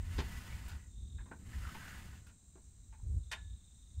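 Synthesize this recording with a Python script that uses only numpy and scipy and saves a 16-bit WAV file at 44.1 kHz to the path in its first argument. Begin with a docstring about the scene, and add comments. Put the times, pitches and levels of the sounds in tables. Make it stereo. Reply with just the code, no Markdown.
"""An awning is pushed up beside a parked motorhome, a little to the right, at a quiet campsite.
Its hollow metal arms slide in two rushing strokes of friction, creak where they bind, knock in
their joints and latch with a ringing clack, while the roller tube and fabric rumble underneath.
Crickets and katydids scrape their wings in the grass; a light breeze rumbles on the microphone."""
import sys
import numpy as np
from scipy import signal
from scipy.fft import rfft, irfft
from scipy.io import wavfile
from scipy.ndimage import map_coordinates

SR = 44100
rng = np.random.default_rng(int(sys.argv[2]) if len(sys.argv) > 2 else 0)


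def master(y):
    """Save y as 16-bit WAV."""
    cut = np.clip(np.atleast_2d(y).T, -1, 1)
    pcm = np.round(cut * 32767)  # scale
    wavfile.write(sys.argv[1], SR, pcm.astype(np.int16))


N = 176400
T = np.arange(N) / SR
HZ = np.maximum(np.fft.rfftfreq(N, 1 / SR), 1)
HIT_SAMPLES = SR // 2

# The colour of sliding metal. Each row: frequency in Hz, relative level in dB.
RUSH_COLOUR = [(100, 15), (300, -5), (450, -6.5), (650, -4), (950, -1.5), (1400, -2.5), (1950, -1),
               (2600, -3), (4500, -8.5), (7000, -10.5), (10000, -14), (15500, -16)]
# Where the awning sits between the ears. Each row: frequency in Hz, left over right in dB.
AWNING_PLACE = [(200, -2), (700, -5.5), (1400, -10), (2400, -11.5), (4600, -16.5), (7500, -11),
                (10000, -2.5), (15000, -4.5)]


def from_db(db):
    """Decibels to gain."""
    return 10 ** (np.asarray(db) / 20)


def rms_one(x):
    """Scale to rms 1."""
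    return x / np.sqrt(np.mean(x ** 2) + 1e-20)


def over_hz(points):
    """Spread a table over the spectrum, on a log-frequency axis."""
    hz, value = np.transpose(points)
    return np.interp(np.log(HZ), np.log(hz), value)


def level_curve(rows):
    """A gain envelope through (seconds, dB) points, silent outside their span."""
    return from_db(np.interp(T, *np.transpose(rows), left=-200, right=-200))


def drift(rate_hz):
    """A random wander of rms 1, mostly slower than rate_hz."""
    return rms_one(irfft(rfft(rng.standard_normal(N)) / (1 + (HZ / rate_hz) ** 2), N))


def panned(pan_db):
    """Left and right gains of constant power; positive is left."""
    gains = from_db(np.array([[.5], [-.5]]) * pan_db)
    return gains / np.sqrt(np.mean(gains ** 2, axis=0))


def noise(colour, pan_db, likeness):
    """Stereo noise of a given colour, place and left-right likeness; rms 1."""
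    mid, side = rfft(rng.standard_normal((2, N)))
    stereo = np.sqrt(1 + likeness) * mid + np.sqrt(1 - likeness) * side * [[1], [-1]]
    return rms_one(irfft(colour * panned(pan_db) * stereo, N))


def edge(x, hz, kind, order=2):
    """Butterworth low- or high-pass."""
    return signal.sosfilt(signal.butter(order, hz, kind, fs=SR, output="sos"), x + 1e-18)


def add(out, s, sound):
    """Mix a short sound in at s seconds."""
    part = out[:, int(s * SR):][:, :sound.shape[1]]
    part += sound[:, :part.shape[1]]


def at_awning(colour):
    """Noise coming from the awning, more diffuse in the treble."""
    # Each row: frequency in Hz, left-right likeness from 0 to 1.
    likeness = [(300, 0.77), (1400, 0.49), (3000, 0.12), (7000, 0.088)]
    return noise(colour, over_hz(AWNING_PLACE), over_hz(likeness))


def ripple(depth_db=4, spacing_hz=49.61):
    """Uneven gain over frequency from many weak, crowded resonances."""
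    places = np.arange(600) * spacing_hz
    return from_db(depth_db * np.interp(HZ, places, rng.standard_normal(len(places))))


def resonate(force, modes):
    """Modes (Hz, relative dB, t60 in seconds) ring under a force, at the force's own power."""
    out = 0
    for hz, db, t60 in modes:
        radius, angle = from_db(-60 / (t60 * SR)), 2 * np.pi * hz / SR
        ring = signal.lfilter([1, 0, -radius], [1, -2 * radius * np.cos(angle), radius ** 2], force)
        out = out + from_db(db) * rms_one(ring)
    return rms_one(out) * force.std()


def still_air():
    """A faint bed of still air and far woods."""
    # Each row: frequency in Hz, relative level in dB.
    colour = [(30, 3.5), (100, -4.5), (190, -2.5), (300, -16), (500, -26), (1000, -27), (2200, -30.5),
              (5000, -30.5), (10500, -40.5), (15500, -35.5)]
    # Each row: frequency in Hz, left over right in dB.
    place = [(100, -7.5), (350, -6), (1200, -0.5), (4500, -6.5), (11000, 0.5)]
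    return from_db(-64) * noise(from_db(over_hz(colour)), over_hz(place), likeness=.13)


def breeze():
    """Gusts buffet the two microphone ports unevenly, making a lumpy rumble."""
    # Each row: time in seconds, relative level in dB, left over right in dB.
    gusts = [(0.0, -42.5, -26), (0.14, -47.5, 9), (0.17, -35, 17), (0.24, -38, 2), (0.33, -51, 20),
             (0.38, -40, -25), (0.47, -67, 0), (0.5, -45.5, 22), (0.701, -47, -8.5), (0.732, -37, 16),
             (0.8, -53.5, -5), (1.07, -43.5, 2), (1.11, -46.5, 30), (1.21, -42.5, -10), (1.29, -60.5, 7),
             (1.671, -39, 8), (1.75, -67, 4), (1.9, -57, -9.5), (2.29, -54, 2), (2.37, -67, -15),
             (2.65, -62.5, 9), (3.01, -53.5, -2.5), (3.06, -43.5, -5), (3.168, -39, 18), (3.238, -56, -40),
             (3.32, -58, 23), (3.41, -46, -14), (3.54, -43, -23), (3.579, -58, -8), (3.88, -57.5, -1.5),
             (4.0, -44, 4.5)]
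    # The deep colour of the wind. Each row: frequency in Hz, relative level in dB.
    colour = [(15, -24), (30, -12.5), (45, 4.5), (65, 7), (95, 0), (125, -13), (160, -16.5), (250, -27),
              (400, -38.5), (800, -55), (2000, -74)]
    s, db, pan_db = np.transpose(gusts)
    buffet_db = 3.5 * drift(rate_hz=3)
    gust = from_db(2.5 + np.interp(T, s, db) + buffet_db) * panned(np.interp(T, s, pan_db))
    return gust * noise(from_db(over_hz(colour)), pan_db=0, likeness=.067)


def wing(hz, width_hz, pan_db):
    """A scraped wing resonance: a narrow band of noise."""
    return noise(1 / np.sqrt(1 + (2 * (HZ - hz) / width_hz) ** 4), pan_db, likeness=0)


def pulsing(per_s, depth):
    """Nearly regular wing strokes, as a gain."""
    phase = 2 * np.pi * np.cumsum(per_s * (1 + .07 * drift(rate_hz=1.6))) / SR
    return rms_one(1 + depth * np.sin(phase))


def insect_chorus():
    """Crickets and katydids scrape throughout, each voice gently swelling and sinking."""
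    # Each row: pitch in Hz, bandwidth in Hz, pulses per second, pulse depth from 0 to 1,
    # level in dB, left over right in dB.
    voices = [(8325, 300, 11, 0.1, -76, -3.5), (7430, 550, 34, 0, -70.5, -52),
              (6510, 1130, 78, 0.23, -73.5, -26), (8310, 710, 42, 0.24, -72, -6),
              (3926, 360, 25, 0, -80.5, -17)]
    out = 0
    for hz, width_hz, per_s, depth, db, pan_db in voices:
        song = wing(hz, width_hz, pan_db) * pulsing(per_s, depth)
        out = out + song * from_db(db + .9 * drift(rate_hz=4))
    return out


def near_cricket(hz=3690, width_hz=450, pan_db=-20.5, attack_s=.13, release_s=.055):
    """A nearer cricket starts and stops, with a clear, wavering note inside its wing scrape."""
    # Each row: start and end in seconds, relative level in dB, pulses per second.
    trills = [(0.865, 1.22, -71.5, 43), (3.182, 3.52, -72.5, 36), (3.503, 4.1, -77, 25.1)]
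    effort = 0
    for start, end, db, per_s in trills:
        rise = np.clip((T - start) / attack_s, 0, 1)
        fall = np.exp(-np.maximum(T - end, 0) / release_s)
        effort = effort + from_db(db) * rise * fall * pulsing(per_s, depth=.58)
    pitch_hz = hz * (1 + .00973 * drift(rate_hz=74))
    note = rms_one(np.sin(2 * np.pi * np.cumsum(pitch_hz) / SR))
    return effort * (wing(hz, width_hz, pan_db) + from_db(-1) * panned(pan_db) * note)


def roller():
    """Low rumble of the roller tube and the fabric as they are lifted."""
    # Each row: frequency in Hz, relative level in dB.
    colour = [(50, -29.5), (95, 5), (130, -10), (200, -6), (330, -16.5), (480, -26), (1200, -47)]
    # The rumble swells twice. Each row: time in seconds, level in dB.
    swells = [(0, -62.5), (.2, -54), (.45, -56.5), (1.0, -67), (1.35, -56), (2.05, -58.5), (2.2, -60),
              (2.45, -71.5)]
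    return level_curve(swells) * at_awning(from_db(over_hz(colour)))


def creaks(slips_per_s=55, slip_fall_db=14, t60_s=.014):
    """Where an arm binds it sticks and slips unevenly, and each slip sets one resonance ringing."""
    # Each row: middle in seconds, half length in seconds, pitch in Hz, level in dB.
    binds = [(0.534, 0.036, 2230, -57), (0.804, 0.07, 1960, -73.5), (1.547, 0.04, 1780, -58.5),
             (1.67, 0.048, 1320, -52.5), (1.86, 0.11, 1520, -53), (2.143, 0.036, 1800, -65)]
    slip_phase = np.cumsum(slips_per_s * (1 + .3 * drift(slips_per_s))) / SR % 1
    force = at_awning(from_db(over_hz(RUSH_COLOUR))) * from_db(-slip_fall_db * slip_phase)
    out = 0
    for s, half_s, hz, db in binds:
        ring = rms_one(resonate(edge(force, hz / 2, "high"), [(hz, 0, t60_s)]))
        out = out + from_db(db) * np.exp(-((T - s) / half_s) ** 2) * ring
    return out


def ratchet(t60_s=.12):
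    """The ratchet ticks in thin, bright bursts of noise."""
    # Each row: start in seconds, relative level in dB.
    ticks = [(0.682, -52.5), (1.744, -57), (2.268, -65)]
    bright = edge(at_awning(1), 4500, "high", order=1)
    out = np.zeros((2, N))
    for s, db in ticks:
        decay = from_db(db - 60 * T[:HIT_SAMPLES] / t60_s)
        add(out, s, bright[:, int(s * SR):][:, :HIT_SAMPLES] * decay)
    return out


def blow(contact, tail, s, db, length_s, treble_hz, bass_hz):
    """Metal strikes metal: a short burst of contact noise, then a dull tail."""
    attack_s, fade_db_per_s, contact_t60_s, tail_t60_s = .003, 105, .08, .2
    t, span = T[:HIT_SAMPLES], slice(int(s * SR), int(s * SR) + HIT_SAMPLES)
    envelope = np.minimum(t / attack_s, 1) * from_db(-fade_db_per_s * np.minimum(t, length_s))
    after = np.maximum(t - length_s, 0)
    strike = contact[:, span] * from_db(-60 * after / contact_t60_s)
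    body = tail[:, span] * from_db(-60 * after / tail_t60_s)
    hit = edge(envelope * (strike + body), treble_hz, "low", order=3)
    return from_db(db) * edge(hit, bass_hz, "high")


def joint_knocks(colour, tail, t60_s=.02):
    """Each joint knocks with a rattle of uneven contacts and a resonance of its own."""
    # Each row: start in seconds, relative level in dB, rattle length in seconds, treble edge in Hz,
    # bass edge in Hz, resonance in Hz, its level against the hit in dB.
    knocks = [(0.181, -36, 0.022, 5600, 90, 346, -11.5), (0.678, -52, 0.078, 8400, 600, 1480, -5.5),
              (1.183, -51, 0.031, 1830, 1080, 1650, -5), (1.255, -56, 0.035, 1570, 583, 1040, -8),
              (1.311, -43.5, 0.016, 1550, 280, 1525, -8.5), (1.746, -46.5, 0.0096, 3530, 297, 910, -5),
              (2.263, -60, 0.044, 10200, 660, 1420, -5), (2.553, -61, 0.039, 1600, 198, 295, 3.5),
              (2.923, -61, 0.029, 2660, 600, 850, -2.5), (2.99, -68.5, 0.015, 1410, 700, 980, 1)]
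    rattle = rms_one(at_awning(colour) * from_db(3 * drift(rate_hz=260)))
    out = np.zeros((2, N))
    for s, *shape, ring_hz, ring_db in knocks:
        hit = blow(rattle, tail, s, *shape)
        add(out, s, hit + from_db(ring_db) * resonate(hit, [(ring_hz, 0, t60_s)]))
    return out


def latch(colour, tail, bass_hz=660, tube_hz=1720, tube_db=-53, tube_t60_s=.44):
    """The latch snaps in brightly, seats with a duller blow and leaves one long note in the tube."""
    # Each row: start in seconds, relative level in dB, contact length in seconds, treble edge in Hz.
    blows = [(3.313, -37, 0.02, 10300), (3.329, -41.5, 0.0068, 4200)]
    # The ring of the latch. Each row: pitch in Hz, relative level in dB, t60 in seconds.
    modes = [(970, -8, 0.045), (1755, 8, 0.13), (1900, 12, 0.058), (2976, 4, 0.091), (3610, 11, 0.069),
             (3680, 10, 0.15)]
    contact, clack, t = at_awning(colour), np.zeros((2, N)), T[:HIT_SAMPLES]
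    for s, *shape in blows:
        add(clack, s, blow(contact, tail, s, *shape, bass_hz))
    clack = edge(clack, bass_hz, "high", order=1)   # a small part: little bass
    out = clack + from_db(-9) * resonate(clack, modes)
    note = np.sin(2 * np.pi * tube_hz * t) * from_db(tube_db - 60 * t / tube_t60_s)
    pan_db = np.interp(tube_hz, *np.transpose(AWNING_PLACE))
    add(out, blows[0][0], panned(pan_db) * note)
    return out


def impacts():
    """Joints and latch strike with the same metal colour and the same dull tail."""
    # The colour of a knock. Each row: frequency in Hz, relative level in dB.
    struck_metal = [(115, 11), (200, 4), (340, 3.5), (550, -6), (1000, 1), (1750, -2), (2500, -3.5),
                    (3500, -4.5), (5500, -6), (8000, -8.5), (10000, -13.5), (15500, -14.5)]
    colour = from_db(over_hz(struck_metal)) * ripple()
    tail = from_db(-3) * edge(at_awning(colour), 3200, "low", order=1)
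    return joint_knocks(colour, tail) + latch(colour, tail)


def sliding_arms(sag_per_s=.03, dull_hz=2690, treble_growth=.17, full_treble_db=-66):
    """Friction noise follows the speed, brightens with it and rings in the lengthening arms."""
    # The speed of the push, one list a stroke. Each row: time in seconds, relative level in dB.
    strokes = [
        [(0, -60.5), (.09, -57.5), (.13, -52), (.3, -50.5), (.52, -53), (.68, -55.5), (.8, -62.5), (.92, -82)],
        [(1.39, -72), (1.48, -61.5), (1.55, -55), (1.67, -53), (1.92, -52), (2.06, -56), (2.18, -61),
         (2.27, -75), (2.36, -78)],
    ]
    # The ring of the hollow arms. Each row: pitch in Hz, relative level in dB, t60 in seconds.
    modes = [(348, -4, 0.11), (921.5, 0.5, 0.13), (1117, -4.5, 0.14), (1229, 0, 0.18), (1290, 0, 0.7),
             (1499, 7, 0.072), (1697, 3.5, 0.15), (1792, 6.5, 0.03), (1957, 7.5, 0.14), (2970, 4, 0.022)]
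    colour = from_db(over_hz(RUSH_COLOUR))
    rush = from_db(.5) * at_awning(colour * ripple())
    ring = from_db(-8) * resonate(at_awning(colour), modes)
    grain = from_db(drift(rate_hz=41.8))   # 1 dB of roughness
    out = 0
    for stroke in strokes:
        speed, middle = level_curve(stroke), (stroke[0][0] + stroke[-1][0]) / 2
        # Read ever more slowly, so all resonances sink as the arm lengthens.
        read_s = T - sag_per_s * ((T - middle) ** 2 - middle ** 2) / 2
        sinking = [map_coordinates(side, [read_s * SR], order=3, mode="wrap") for side in rush + ring]
        rub = grain * np.array(sinking)
        dull = edge(rub, dull_hz, "low", order=1)
        brightness = (speed / from_db(full_treble_db)) ** treble_growth
        out = out + speed * (dull + brightness * (rub - dull))
    return out


def scene():
    """The awning over the air and insects of the campsite."""
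    campsite = still_air() + breeze() + insect_chorus() + near_cricket()
    return campsite + roller() + creaks() + ratchet() + impacts() + sliding_arms()


def record(dry):
    """The top is cut steeply above 15.7 kHz."""
    return signal.sosfilt(signal.ellip(12, .1, 70, 15700, fs=SR, output="sos"), dry)


dry = scene()
out = record(dry)
master(out)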